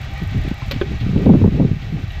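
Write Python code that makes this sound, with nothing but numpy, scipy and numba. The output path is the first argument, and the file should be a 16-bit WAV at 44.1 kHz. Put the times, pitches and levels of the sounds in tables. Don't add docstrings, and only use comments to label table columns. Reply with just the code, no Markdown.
import sys
import numpy as np
from scipy import signal
from scipy.fft import rfft, irfft
from scipy.io import wavfile
from scipy.ndimage import uniform_filter1d
from numba import njit

SR = 44100
rng = np.random.default_rng(int(sys.argv[2]) if len(sys.argv) > 2 else 0)


def pcm_store(signal):
    levels = np.round(np.clip(np.atleast_2d(signal), -1, 1) * 32767)
    wavfile.write(sys.argv[1], SR, levels.astype(np.int16).T)


def attenuation_scalar(level_db):
    decades = np.asarray(level_db, float) / 20
    return 10 ** decades


N = 97020
TIME_S = np.arange(N) / SR


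@njit
def svf(x, hz, width_hz):
    y, band_state, low_state = np.empty(len(x)), 0., 0.
    g, k = np.tan(np.pi * hz / SR), width_hz / hz
    for i in range(len(x)):
        v = (band_state + g * (x[i] - low_state)) / (1 + g * (g + k))
        band_state = 2 * v - band_state
        low_state += 2 * g * v
        y[i] = k * v
    return y


@njit
def follow(x, start, rise, fall):
    y, e = np.empty(len(x)), start
    for i in range(len(x)):
        e += (abs(x[i]) - e) * (rise if abs(x[i]) > e else fall)
        y[i] = e
    return y


def level(x, db):
    return x * attenuation_scalar(db) / np.sqrt(np.mean(x ** 2))


def noise():
    return rng.standard_normal(N)


def band_noise(hz, width_hz, db):
    once = svf(noise(), 1. * hz, 0.94 * width_hz)
    return level(svf(once, 1. * hz, 0.94 * width_hz), db)


def walk(rate_hz):
    hold = int(SR / rate_hz)
    steps = np.repeat(rng.standard_normal(N // hold + 1), hold)[:N]
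    w = uniform_filter1d(uniform_filter1d(steps, hold), hold)
    return (w - w.mean()) / w.std()


def colour(table):
    hz, db = np.array(table).T
    f = np.maximum(np.arange(N // 2 + 1) * SR / N, 1)
    shape_db = np.interp(np.log(f), np.log(hz), db, left=-90, right=-90)
    return level(irfft(rfft(noise()) * attenuation_scalar(shape_db), N), 0)


def burst(start_s, db, hold_s, release_s):
    t = TIME_S - start_s
    return attenuation_scalar(db) * np.clip(t * 3000, 0, 1) * np.exp(-np.maximum(t - hold_s, 0) / release_s)


def tap(start_s):
    return np.exp(-((TIME_S - start_s) / .00006) ** 2)


def ring(push, modes):
    t = np.arange(SR // 4) / SR
    body = sum(attenuation_scalar(db) * np.sin(2 * np.pi * hz * t) * 1000. ** (-t / t60_s) for hz, db, t60_s in modes)
    out = signal.fftconvolve(push, body)[:N]
    return out / np.abs(out).max()


def dull(x):
    return signal.sosfilt(signal.butter(6, 4600, fs=SR, output="sos"), x)


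def contact_noise():
    return level(dull(svf(noise(), 3000., 4500.)), -1)


def eddy_shape(t, length_s):
    return (1 - np.exp(-(t / .003) ** 2)) * np.exp(-(t / (1.275 * length_s)) ** 3)


# time_s, gust_db
GUST = [(0, -34), (.25, -35.5), (.38, -31.5), (.48, -26.5), (.6, -39.5), (.69, -33), (.76, -36), (.94, -24),
        (.985, -36.5), (1.1, -27), (1.19, -17.5), (1.36, -16.5), (1.5, -26), (1.59, -16), (1.67, -21.5),
        (1.8, -32.5), (1.96, -23.5), (2.13, -34)]
# freq_hz, density_db_per_hz
RUMBLE = [(20, -2.5), (60, -1.5), (130, 5), (230, -4), (400, -7.5), (600, -25), (900, -61), (1300, -58)]
GUST_REF_DB, KNEE_HZ = -13, 150
BRIGHTEN = .55


def rumble():
    stir = sum(attenuation_scalar(db - 16) * eddy_shape(np.maximum(TIME_S - start_s, 0), length_s)
               for start_s, db, _, length_s in EDDIES + MORE_EDDIES)
    gust_db = 20 * np.log10(attenuation_scalar(np.interp(TIME_S, *np.array(GUST).T)) + stir)
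    hzs, dbs = np.array(RUMBLE).T
    centres_hz = 24 * 2 ** np.arange(0, 5.9, .5)
    base_db = np.interp(np.log(centres_hz), np.log(hzs), dbs) + 10 * np.log10(centres_hz)
    base_db = base_db - 10 * np.log10(np.sum(attenuation_scalar(2 * base_db)))
    out, shared = 0, walk(28.25)
    for hz, db in zip(centres_hz, base_db):
        octaves_up = max(np.log2(hz / KNEE_HZ), -1)
        db = db + gust_db + BRIGHTEN * octaves_up * (gust_db - GUST_REF_DB)
        db = db + 1.5 * min(hz / KNEE_HZ, 1) * shared
        out = out + attenuation_scalar(db + 2 * walk(14.65)) * band_noise(hz, hz / 3, 1.5)
    return out


# freq_hz, density_db_per_hz
WHIR = [(500, -7.5), (650, 0.5), (1000, -10), (2200, -3.5), (4000, -10), (4500, -14), (6800, -22.5),
        (8700, -36.5), (9200, -46.5)]
# freq_hz, width_hz, level_db
FRAME = [(697, 180, -31), (796, 37, -4.5), (1212, 110, -6.5), (1530, 36, -10.5), (1833, 37, -25),
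         (1910, 44, -3.5), (2287, 71, -4.5), (2590, 8.4, -27.5), (2644, 50, -7.5), (3378, 24, -13),
         (3880, 69, -13), (3730, 20, -23.5)]
TURN_HZ, TURN_DB = 6.6, 0.96


def wheel():
    turn_db = TURN_DB * np.sin(2 * np.pi * TURN_HZ * TIME_S + 0.26)
    hiss = attenuation_scalar(-40.5 + 0.5 * walk(28.05)) * colour(WHIR)
    frame = sum(attenuation_scalar(db + 1.5 * walk(14)) * level(svf(noise(), 1. * hz, 1. * width_hz), -44.5)
                for hz, width_hz, db in FRAME)
    shelf = signal.ellip(4, .5, 4.5, 8800, fs=SR, output="sos")
    return attenuation_scalar(turn_db) * signal.sosfilt(shelf, hiss + frame)


def yard():
    return attenuation_scalar(1.2 * walk(9.9)) * band_noise(340, 360, -55)


# freq_hz, density_db_per_hz
AIR = [(8500, -54), (10700, -17.5), (11300, 12.5), (12300, 6), (13600, 10), (15800, 3)]
# time_s, peak_db
TICKS = [(0.0168, -41.5), (0.0332, -47.5), (0.0966, -59), (0.114, -52.5), (0.138, -44.5), (0.1789, -43),
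         (0.189, -50), (0.2348, -43.5), (0.2592, -53), (0.2757, -43), (0.3101, -47.5), (0.3424, -50.5),
         (0.3799, -47.5), (0.4218, -53), (0.4378, -45.5), (0.4787, -45.5), (0.4882, -40.5), (0.5044, -49),
         (0.5421, -45), (0.5815, -49), (0.624, -51), (0.6628, -47), (0.6814, -44), (0.7446, -45.5),
         (0.7616, -48), (0.7855, -48.5), (0.8419, -51.5), (0.9227, -50), (0.9581, -52), (0.9866, -49.5),
         (1.0285, -54), (1.0883, -52), (1.1208, -51), (1.1891, -46.5), (1.22, -49), (1.2444, -47),
         (1.272, -50.5), (1.2874, -44), (1.3408, -47.5), (1.3856, -45), (1.432, -60), (1.4729, -46),
         (1.5652, -49.5), (1.733, -49.5), (1.8366, -54.5), (1.9349, -53), (2.0796, -48), (2.1205, -43.5)]
GRIT_PER_S, GRIT_DB, GRIT_SPREAD_DB, GRIT_DECAY_S = 75, -63, 3., .0015


def grit():
    hit, size = rng.random(N), rng.exponential(size=N)
    gate = (hit < GRIT_PER_S / SR) * attenuation_scalar(GRIT_DB + GRIT_SPREAD_DB * np.minimum(size, 2))
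    for time_s, db in TICKS:
        gate[int(time_s * SR)] += attenuation_scalar(db - 4.5)
    gate = signal.lfilter([1], [1, -np.exp(-1 / (GRIT_DECAY_S * SR))], gate)
    gate = uniform_filter1d(gate, size=60)
    return gate * (colour(AIR) + band_noise(7000, 3500, -1))


# start_s, peak_db, pitch_hz, length_s
EDDIES = [(0.217, -17.5, 157.6, 0.022), (0.28, -34, 141.5, 0.013), (0.314, -18, 106.3, 0.03),
          (0.347, -9.5, 153, 0.0076), (0.357, -13, 103, 0.035), (0.514, -6, 123, 0.0058),
          (0.624, -18.5, 102.6, 0.011), (0.762, -8, 106.6, 0.009), (0.906, -21.5, 161, 0.011),
          (1.011, -16.5, 118.8, 0.054), (1.063, -11, 170, 0.0065), (1.161, -4.5, 170.8, 0.012),
          (1.192, -17, 158, 0.015), (1.229, -16.5, 138.6, 0.0034), (1.261, -4.5, 259, 0.023),
          (1.293, -1.5, 235.4, 0.032), (1.337, -1.5, 178, 0.0082), (1.367, -29, 205, 0.01),
          (1.414, -3.5, 210, 0.01), (1.44, -3, 226, 0.014), (1.475, -4.5, 201.6, 0.015),
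          (1.52, -11, 150, 0.019), (1.571, -18, 161.2, 0.086), (1.597, -7.5, 263, 0.012),
          (1.613, -5.5, 186, 0.022), (1.646, -4, 188, 0.008), (1.711, -13, 153, 0.016),
          (1.924, -15, 153, 0.015), (1.941, -11.5, 137, 0.0089), (2.037, -17.5, 138, 0.0076)]
# start_s, peak_db, pitch_hz, length_s
MORE_EDDIES = [(0.104, -22.5, 99, 0.011), (0.448, -23, 302, 0.014), (0.476, -15, 252, 0.0046),
               (0.918, -23, 358, 0.0054), (0.952, -25, 110, 0.019), (1.129, -21.5, 166, 0.02),
               (1.349, -5.5, 303, 0.015), (1.542, -17, 284, 0.018), (1.987, -30, 278, 0.016),
               (0.371, -15, 82, 0.015), (1.172, -16.5, 70.7, 0.011), (1.422, -7.5, 99.3, 0.039),
               (1.457, -3, 141, .01), (1.546, -13.5, 80.6, 0.016), (1.826, -20.5, 126.6, 0.0057),
               (1.871, -32, 125, 0.011), (2.165, -19.5, 72.6, 0.022), (0.731, -26, 241.5, 0.034),
               (1.399, -18, 276, 0.01), (1.028, -20.5, 60, 0.012), (1.09, -15, 200, 0.01),
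               (1.257, -11, 60, 0.042), (0.398, -23.5, 70, 0.021), (1.955, -20, 150, 0.016),
               (1.967, -28.5, 340, 0.012)]
EDDY_SAG, EDDY_EDGE = 0.085, 0.21
FLUTTER_HZ, FLUTTER_DB, FLUTTER_S, FLUTTER_GROWTH = 560, -17.5, 0.0079, 2.9


def eddies():
    out, t = np.zeros(N + SR), np.arange(SR // 5) / SR
    rough = band_noise(FLUTTER_HZ, FLUTTER_HZ, FLUTTER_DB)
    edge_shape = np.minimum(t * 800, 1) * np.exp(-t / FLUTTER_S)
    for start_s, db, hz, length_s in EDDIES + MORE_EDDIES:
        cycles = np.log1p(EDDY_SAG * 1.25 * hz * t) / EDDY_SAG
        phase = 2 * np.pi * (cycles + .3 * rng.random() - .2)
        swing = (np.sin(phase) - EDDY_EDGE * np.cos(2 * phase)) * eddy_shape(t, length_s)
        i = int((start_s - .002) * SR)
        edge = rough[i:i + len(t)] * edge_shape[:N - i]
        out[i:i + len(t)] += attenuation_scalar(db + 0.5) * swing
        out[i:i + len(edge)] += attenuation_scalar(FLUTTER_GROWTH * db) * edge
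    return out[:N]


# start_s, peak_db, length_s
SLAPS = [
    (0.483, -36, 0.0071),
    (0.64, -48.5, 0.013),
    (0.741, -32.5, 0.003),
    (0.862, -45.5, 0.0025),
    (1.002, -38, 0.031),
    (1.177, -37, .004),
    (1.257, -35.5, .004),
    (1.817, -39, 0.02),
    (2.104, -37, 0.01),
    (2.143, -39.5, 0.006),
]


def slaps():
    shape = sum(burst(start_s, db, length_s / 2, length_s / 2) for start_s, db, length_s in SLAPS)
    return dull(shape * band_noise(3000, 2400, 0))


def drip():
    return attenuation_scalar(-25) * ring(tap(.62), [(1050, 0, .045), (1.2 * 1050, -4, .045 / 2)])


# freq_hz, level_db, t60_s
SHARD = [(552, 0, .045), (860, -8, .02), (1160, -5, .03), (1470, -4, .03), (1950, -5, .03), (2760, -7, .03),
         (3420, -7, .025), (4300, -6, .025)]
SCRAPE_S, SCRAPE_AGAIN_S = .7115, .7172


def shard_knock():
    scrape = burst(SCRAPE_S, -25, .003, .002) + burst(SCRAPE_AGAIN_S, -26.5, .003, .003)
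    tail = burst(SCRAPE_S, -34, .01, .02)
    mids = contact_noise()
    top = band_noise(13500, 3000, -17) + band_noise(7300, 2000, -22)
    push = tap(SCRAPE_S) + .7 * tap(SCRAPE_AGAIN_S + .0015)
    return scrape * (mids + top) + tail * mids + attenuation_scalar(-15) * ring(push, SHARD)


# freq_hz, level_db, t60_s
POT = [(362, 0, .07), (400, -5, .1), (465, -14, .05), (545, -12, .06), (760, -16, .04), (1050, -13, .04),
       (1228, -12, .05), (1535, -11, .05), (1675, -12, .03), (2430, -19, .03), (3250, -9, .022)]
KNOCK_S, PUSH_DELAY_S, BOUNCE_S = .8118, .0022, .0054


def pot_knock():
    push_s = KNOCK_S + PUSH_DELAY_S
    push = .15 * tap(KNOCK_S + .0003) + tap(push_s) + .4 * tap(push_s + BOUNCE_S)
    crack = burst(KNOCK_S, -28, .002, .009) * svf(contact_noise(), 1600., 3000.)
    return dull(crack) + attenuation_scalar(-7.5) * dull(ring(push, POT))


# start_s, peak_db
SNAPS = [(1.159, -29.5), (1.263, -15), (1.295, -12.5), (1.337, -14.5), (1.353, -22), (1.395, -31),
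         (1.41, -27), (1.441, -17), (1.599, -16), (1.618, -24), (1.645, -32)]


def snaps():
    shape = sum(burst(start_s, db - 3.5, hold_s=0.00067, release_s=0.007) for start_s, db in SNAPS)
    low_pass = signal.butter(4, 950, fs=SR, output="sos")
    return signal.sosfilt(low_pass, shape * band_noise(556, 556, 0))


def scene():
    wind = rumble() + eddies() + snaps()
    hands = slaps() + drip() + shard_knock() + pot_knock()
    return (wind + wheel() + yard() + grit() + hands)[None]


def top_cut(x):
    return signal.sosfilt(signal.butter(12, 15960, fs=SR, output="sos"), x)


DUCK_TOP_DB, DUCK_RATIO, DUCK_S, RECOVER_S = -20, 1.35, .15, 3.
CEILING = 1.02


def record(dry):
    top = attenuation_scalar(DUCK_TOP_DB)
    envelope = follow(dry[0], .5 * top, 1 / (DUCK_S * SR), 1 / (RECOVER_S * SR))
    gain = np.minimum(top / envelope, 1) ** (1 - 1 / DUCK_RATIO)
    held = dry * gain * 1.074
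    held = held / (1 + (held / CEILING) ** 4) ** (1 / 4)
    hiss = attenuation_scalar(-69.5 + 1.2 * walk(25)) * colour(AIR)
    return top_cut(held + hiss)


dry = scene()
out = record(dry)
pcm_store(out)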